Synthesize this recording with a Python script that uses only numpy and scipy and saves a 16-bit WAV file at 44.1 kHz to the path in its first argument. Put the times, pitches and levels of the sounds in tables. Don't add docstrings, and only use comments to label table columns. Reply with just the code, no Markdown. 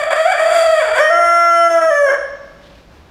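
import sys
import numpy as np
from scipy import signal
from scipy.fft import rfft, irfft, next_fast_len
from scipy.io import wavfile
from scipy.ndimage import uniform_filter1d, minimum_filter1d

SR = 44100
rng = np.random.default_rng(int(sys.argv[2]) if len(sys.argv) > 2 else 0)


def put_to_file(sound):
    columns = np.atleast_2d(sound).T
    safe = np.clip(columns, -1, 1)
    whole_steps = np.round(safe * 32767)
    wavfile.write(sys.argv[1], SR, whole_steps.astype(np.int16))


def field_ratio(decibels):
    return 10 ** (np.asarray(decibels, dtype=float) / 20)


N = 136710


def evened(x):
    return x / np.sqrt(np.mean(x ** 2) + 1e-20)


def read(points, hz):
    f, value = np.transpose(points)
    return np.interp(np.log(hz + 1), np.log(f + 1), value)


def shaped_noise(gain):
    return evened(irfft(rfft(rng.standard_normal(N)) * gain, N))


def drift(top_hz):
    hz = np.fft.rfftfreq(N, 1 / SR)
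    return shaped_noise(1 / (1 + (hz / top_hz) ** 4))


# (time [s], pitch [Hz], roughness [0-1])
LEAD_IN = [
    (0, 605, .3),
    (.05, 600, .45),
    (.09, 600, .6),
]
FIRST_SYLLABLE = [
    (.1, 645, .4),
    (.125, 570, .7),
    (.16, 580, .5),
    (.178, 622, .2),
    (.255, 650, .25),
    (.278, 745, .4),
    (.3, 770, .3),
    (.32, 750, .45),
    (.336, 610, .4),
]
SECOND_SYLLABLE = [
    (.35, 593, .25),
    (.405, 607, .4),
    (.455, 652, .25),
    (.55, 690, .4),
    (.6, 658, .25),
    (.71, 650, .15),
    (.76, 626, .15),
    (.79, 622, .2),
    (.83, 505, .3),
]
CLIMB = [
    (.88, 440, .6),
    (.925, 445, .35),
    (.97, 510, .3),
    (.99, 545, .4),
    (1.008, 605, .2),
    (1.025, 619, .06),
    (1.095, 623, .03),
]
HELD_NOTE = [
    (1.106, 674, .05),
    (1.18, 686, .07),
    (1.22, 682, .04),
    (1.4, 684, .01),
    (1.62, 678, .015),
    (1.69, 676, .05),
    (1.73, 671, .03),
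    (1.82, 652, .05),
    (1.9, 642, .03),
]
FALL = [
    (1.91, 586, .04),
    (1.98, 578, .03),
    (2.05, 565, .05),
    (2.075, 556, .2),
    (2.11, 545, .35),
    (2.16, 535, .5),
]


def pitch_and_roughness():
    s, hz, rough = np.transpose(LEAD_IN + FIRST_SYLLABLE + SECOND_SYLLABLE + CLIMB + HELD_NOTE + FALL)
    t = np.arange(N) / SR
    return np.interp(t, s, hz), np.interp(t, s, rough)


# (time [s], level [dB])
SHORT_EFFORT = [
    (0, -19),
    (.098, -28),
    (.108, -8.5),
    (.17, -14.5),
    (.31, -10),
    (.345, -16),
    (.43, -13),
    (.78, -11.5),
    (.89, -18.5),
]
LONG_EFFORT = [
    (.93, -19),
    (1.0, -4),
    (1.1, -12),
    (1.3, -9.5),
    (1.6, -9),
    (1.9, -12),
    (2.1, -12),
    (2.15, -14.5),
    (2.2, -75),
]
# (time [s], half length [s], level [dB])
CATCHES = [
    (1.69, 0.012, -7.5),
    (1.802, 0.0071, -13.5),
    (1.863, .01, -5),
]


def effort():
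    t = np.arange(N) / SR
    db = np.interp(t, *np.transpose(SHORT_EFFORT + LONG_EFFORT))
    return db + sum(dip_db * np.exp(-((t - at) / w) ** 2) for at, w, dip_db in CATCHES)


def membranes(turns, hz, rough):
    t = np.arange(N) / SR
    half_from_s, half_to_s, half_ramp_s = 1.12, 1.88, 0.011
    split = np.clip(np.minimum(t - half_from_s, half_to_s - t) / half_ramp_s, 0, 1)
    half_db, half_rise_db = -16.5, 1.47
    folds = 0
    for k in range(1, 60):
        size = split * field_ratio(min(half_db + half_rise_db * k, 0)) if k % 2 else 1
        folds = folds + size * (k * hz < 31000) * np.cos(np.pi * k * turns + k * k / 9)
    flutter_db, flutter_hz = 6.5, 48
    return folds * field_ratio(flutter_db * rough * drift(flutter_hz))


# (time [s], half length [s], throaty level [dB], hissy level [dB])
RASPS = [
    (0.098, 0.054, -4, -28),
    (0.403, 0.025, -4.5, -16),
    (0.56, 0.15, -9.5, 3.5),
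    (0.976, 0.026, -8.5, 4.5),
    (1.225, 0.0072, -14.5, -16),
    (1.704, 0.011, -25, -7),
    (1.98, 0.023, -43, -5),
    (2.14, 0.027, -30, -22),
]


def breath(turns, rough):
    t = np.arange(N) / SR
    puffs = (.3 + np.exp(-(turns % 1) / 0.9)) * rng.standard_normal(N)
    hiss_from_hz = 3800
    low = signal.sosfiltfilt(signal.butter(4, hiss_from_hz, fs=SR, output="sos"), puffs)
    swells = np.array([np.exp(-((t - at) / w) ** 2) for at, w, _, _ in RASPS])
    gusts = swells.T @ field_ratio(np.array(RASPS)[:, 2:])
    throaty_db, hissy_db, patchy_db, patchy_hz = -7, 2, 2, 4.7
    throaty = (field_ratio(throaty_db) * rough + gusts[:, 0]) * field_ratio(patchy_db * drift(patchy_hz)) * low
    hissy = (field_ratio(hissy_db) * rough + gusts[:, 1]) * field_ratio(patchy_db * drift(patchy_hz)) * (puffs - low)
    return throaty + hissy


def pipe(x, modes, gaps):
    size = next_fast_len(N + 8192)
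    hz = np.fft.rfftfreq(size, 1 / SR)
    gain = np.sqrt(sum(field_ratio(2 * db) / (1 + (2 * (hz - f) / w) ** 2) ** 2 for f, w, db in modes))
    gap_db = sum(db * np.exp(-((hz - f) / w) ** 2 * 2) for f, w, db in gaps)
    chest_hz = 306
    chest = 1 / np.sqrt(1 + (chest_hz / (hz + 1)) ** 8)
    return irfft(rfft(x, size) * gain * field_ratio(gap_db) * chest, size)[:N]


# (frequency [Hz], width [Hz], level [dB])
BENT_MODES = [(679.6, 141, 1), (1465, 1064, -8.5), (1764, 130, -16.5), (2301, 110, -9), (3336, 325, -18.5),
              (4660, 306, -22), (5816, 160, -37), (7450, 1440, -30.5), (8860, 250, -29), (10120, 1400, -41),
              (12200, 4200, -48.5), (14500, 900, -50)]
STRAIGHT_MODES = [(680, 497, -1.5), (1458, 310, -1.5), (1707, 320, -7), (2115, 100, -11),
                  (3098, 140, -21.5), (4430, 600, -49), (5450, 334, -24.5), (6380, 290, -27.5),
                  (7370, 600, -37.5), (9270, 900, -43.5), (11070, 610, -42.5), (12800, 1100, -47),
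                  (15100, 500, -48.5)]
# (frequency [Hz], width [Hz], level [dB])
BENT_GAPS = [(4180, 260, -22), (5450, 240, -20), (6300, 200, -18), (11000, 300, -10), (13700, 400, -10)]
STRAIGHT_GAPS = [(4010, 330, -13), (4910, 256, -35.5), (8160, 840, -0.5), (9600, 100, -19),
                 (13600, 800, -4)]


def rooster():
    t = np.arange(N) / SR
    hz, rough = pitch_and_roughness()
    wobble = .12 * drift(191.8) + .06 * drift(35.15)
    turns = np.cumsum(hz * (1 + rough * wobble)) / SR
    voice = np.sqrt(1 - 1.1 * rough ** 2) * membranes(turns, hz, rough)
    drive = field_ratio(effort()) * (voice + 4 * breath(turns, rough))
    stretch_s, stretch_ramp_s = 1.0, 0.05
    up = np.clip((t - stretch_s) / stretch_ramp_s + .5, 0, 1)
    bent = pipe(drive * (1 - up), BENT_MODES, BENT_GAPS)
    straight = pipe(drive * up, STRAIGHT_MODES, STRAIGHT_GAPS)
    return 2 * (bent + straight)


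# (frequency [Hz], time to fall 60 dB [s])
WALLS_T60 = [(250, 0.5), (660, 0.61), (1740, 0.49), (4590, 0.69), (12000, 0.17)]
# (frequency [Hz], level [dB], time to fall 60 dB [s])
RINGING_TONES = [(332.6, -5.5, 0.28), (559, -27.5, 1), (626, -10, 0.91), (647, -12, 0.72), (689.4, -10.5, 0.36),
                 (1120, -11, 0.71), (1650, -8.5, 0.65), (1859, -3.5, 0.47), (2292, -26, 0.43)]


def walls(x):
    first_echo_s, size = .004, 2 * SR
    taps = np.zeros(size)
    at = np.arange(round(first_echo_s * SR), size - 20, 20)
    sign = rng.choice([-1., 1.], SR)[:len(at)]
    jitter = rng.integers(0, 20, SR)[:len(at)]
    taps[at + jitter] = sign
    hz, t, z = signal.stft(taps, SR, nperseg=256)
    fall_db = -60 * t / read(WALLS_T60, hz)[:, None]
    late_db, late_stretch = -19, 2.39
    decay = field_ratio(fall_db) + field_ratio(late_db + fall_db / late_stretch)
    tail = signal.istft(z * decay, SR, nperseg=256)[1][:size]
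    t = np.arange(size) / SR
    rings = sum(field_ratio(db - 42 - 60 * t / t60) * np.cos(2 * np.pi * f * t) for f, db, t60 in RINGING_TONES)
    return signal.fftconvolve(x, tail / np.linalg.norm(tail) + rings)[:N]


# (frequency [Hz], level [dB])
HOUSE_AIR = [(30, -25), (100, -16.5), (300, -18), (600, -22), (1400, -27), (5000, -38), (9000, -51.5),
             (15000, -54)]
# (frequency [Hz], level [dB])
HUM = [(166.9, -54.5)]


def house():
    hz, t = np.fft.rfftfreq(N, 1 / SR), np.arange(N) / SR
    air = shaped_noise(field_ratio(read(HOUSE_AIR, hz)))
    rumble_hz, rumble_width_hz = 56, 36
    rumble = shaped_noise(1 / (1 + (2 * (hz - rumble_hz) / rumble_width_hz) ** 4))
    hum = sum(field_ratio(db - 1 + 0.57 * drift(36)) * np.sin(2 * np.pi * f * t) for f, db in HUM)
    air_db, swell_db, swell_hz = -46.5, 1.2, 6
    rumble_db, lump_db, lump_hz = -49, 5.5, 11.4
    air = field_ratio(air_db + swell_db * drift(swell_hz)) * air
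    rumble = field_ratio(rumble_db + lump_db * drift(lump_hz)) * rumble
    return air + rumble + hum


def kettle():
    t = np.arange(N) / SR
    mode_hz, level_db, waver_db, waver_hz = 9129, -32.5, 3, 7
    from_s, rise_s, to_s, t60_s = 1.0, .012, 2.034, .5
    db = level_db + waver_db * drift(waver_hz) - 60 * np.maximum(t - to_s, 0) / t60_s
    return np.clip((t - from_s) / rise_s + 1, 0, 1) * field_ratio(db) * np.sin(2 * np.pi * mode_hz * t)


# (time [s], level [dB])
QUILT = [
    (2.3, -54.5),
    (2.58, -67),
    (2.64, -52),
    (2.78, -55),
    (3.1, -80),
]


def quilt():
    hz, t = np.fft.rfftfreq(N, 1 / SR), np.arange(N) / SR
    grains = rng.standard_normal(N) * field_ratio(1.3 * drift(40)) * (rng.random(N) < .15)
    cloth_hz, cloth_width_hz = 3020, 3100
    soft = irfft(rfft(grains) / (1 + (2 * (hz - cloth_hz) / cloth_width_hz) ** 2), N)
    return evened(soft) * field_ratio(np.interp(t, *np.transpose(QUILT)))


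def scene():
    bird = field_ratio(4) * rooster()
    walls_db = -6
    return (bird + field_ratio(walls_db) * walls(bird) + kettle() + house() + quilt())[None]


def top_cut(x):
    return signal.sosfilt(signal.butter(12, 15400, fs=SR, output="sos"), x)


def record(dry):
    knee_db, squeeze, recover_db_per_s = -21.5, 0.44, 42
    power_db = 10 * np.log10(abs(uniform_filter1d(dry[0] ** 2, 2000)) + 1e-12)
    fall = np.arange(N) * recover_db_per_s / SR
    held_db = np.maximum.accumulate(power_db + fall) - fall
    over_db = np.maximum(held_db - knee_db, 0)
    x = dry / field_ratio(squeeze * uniform_filter1d(over_db, 800))
    peak = uniform_filter1d(-minimum_filter1d(-abs(x[0]), size=401), size=201)
    x = x / (1 + peak ** 4) ** .25
    return top_cut(x)


dry = scene()
out = record(dry)
put_to_file(out)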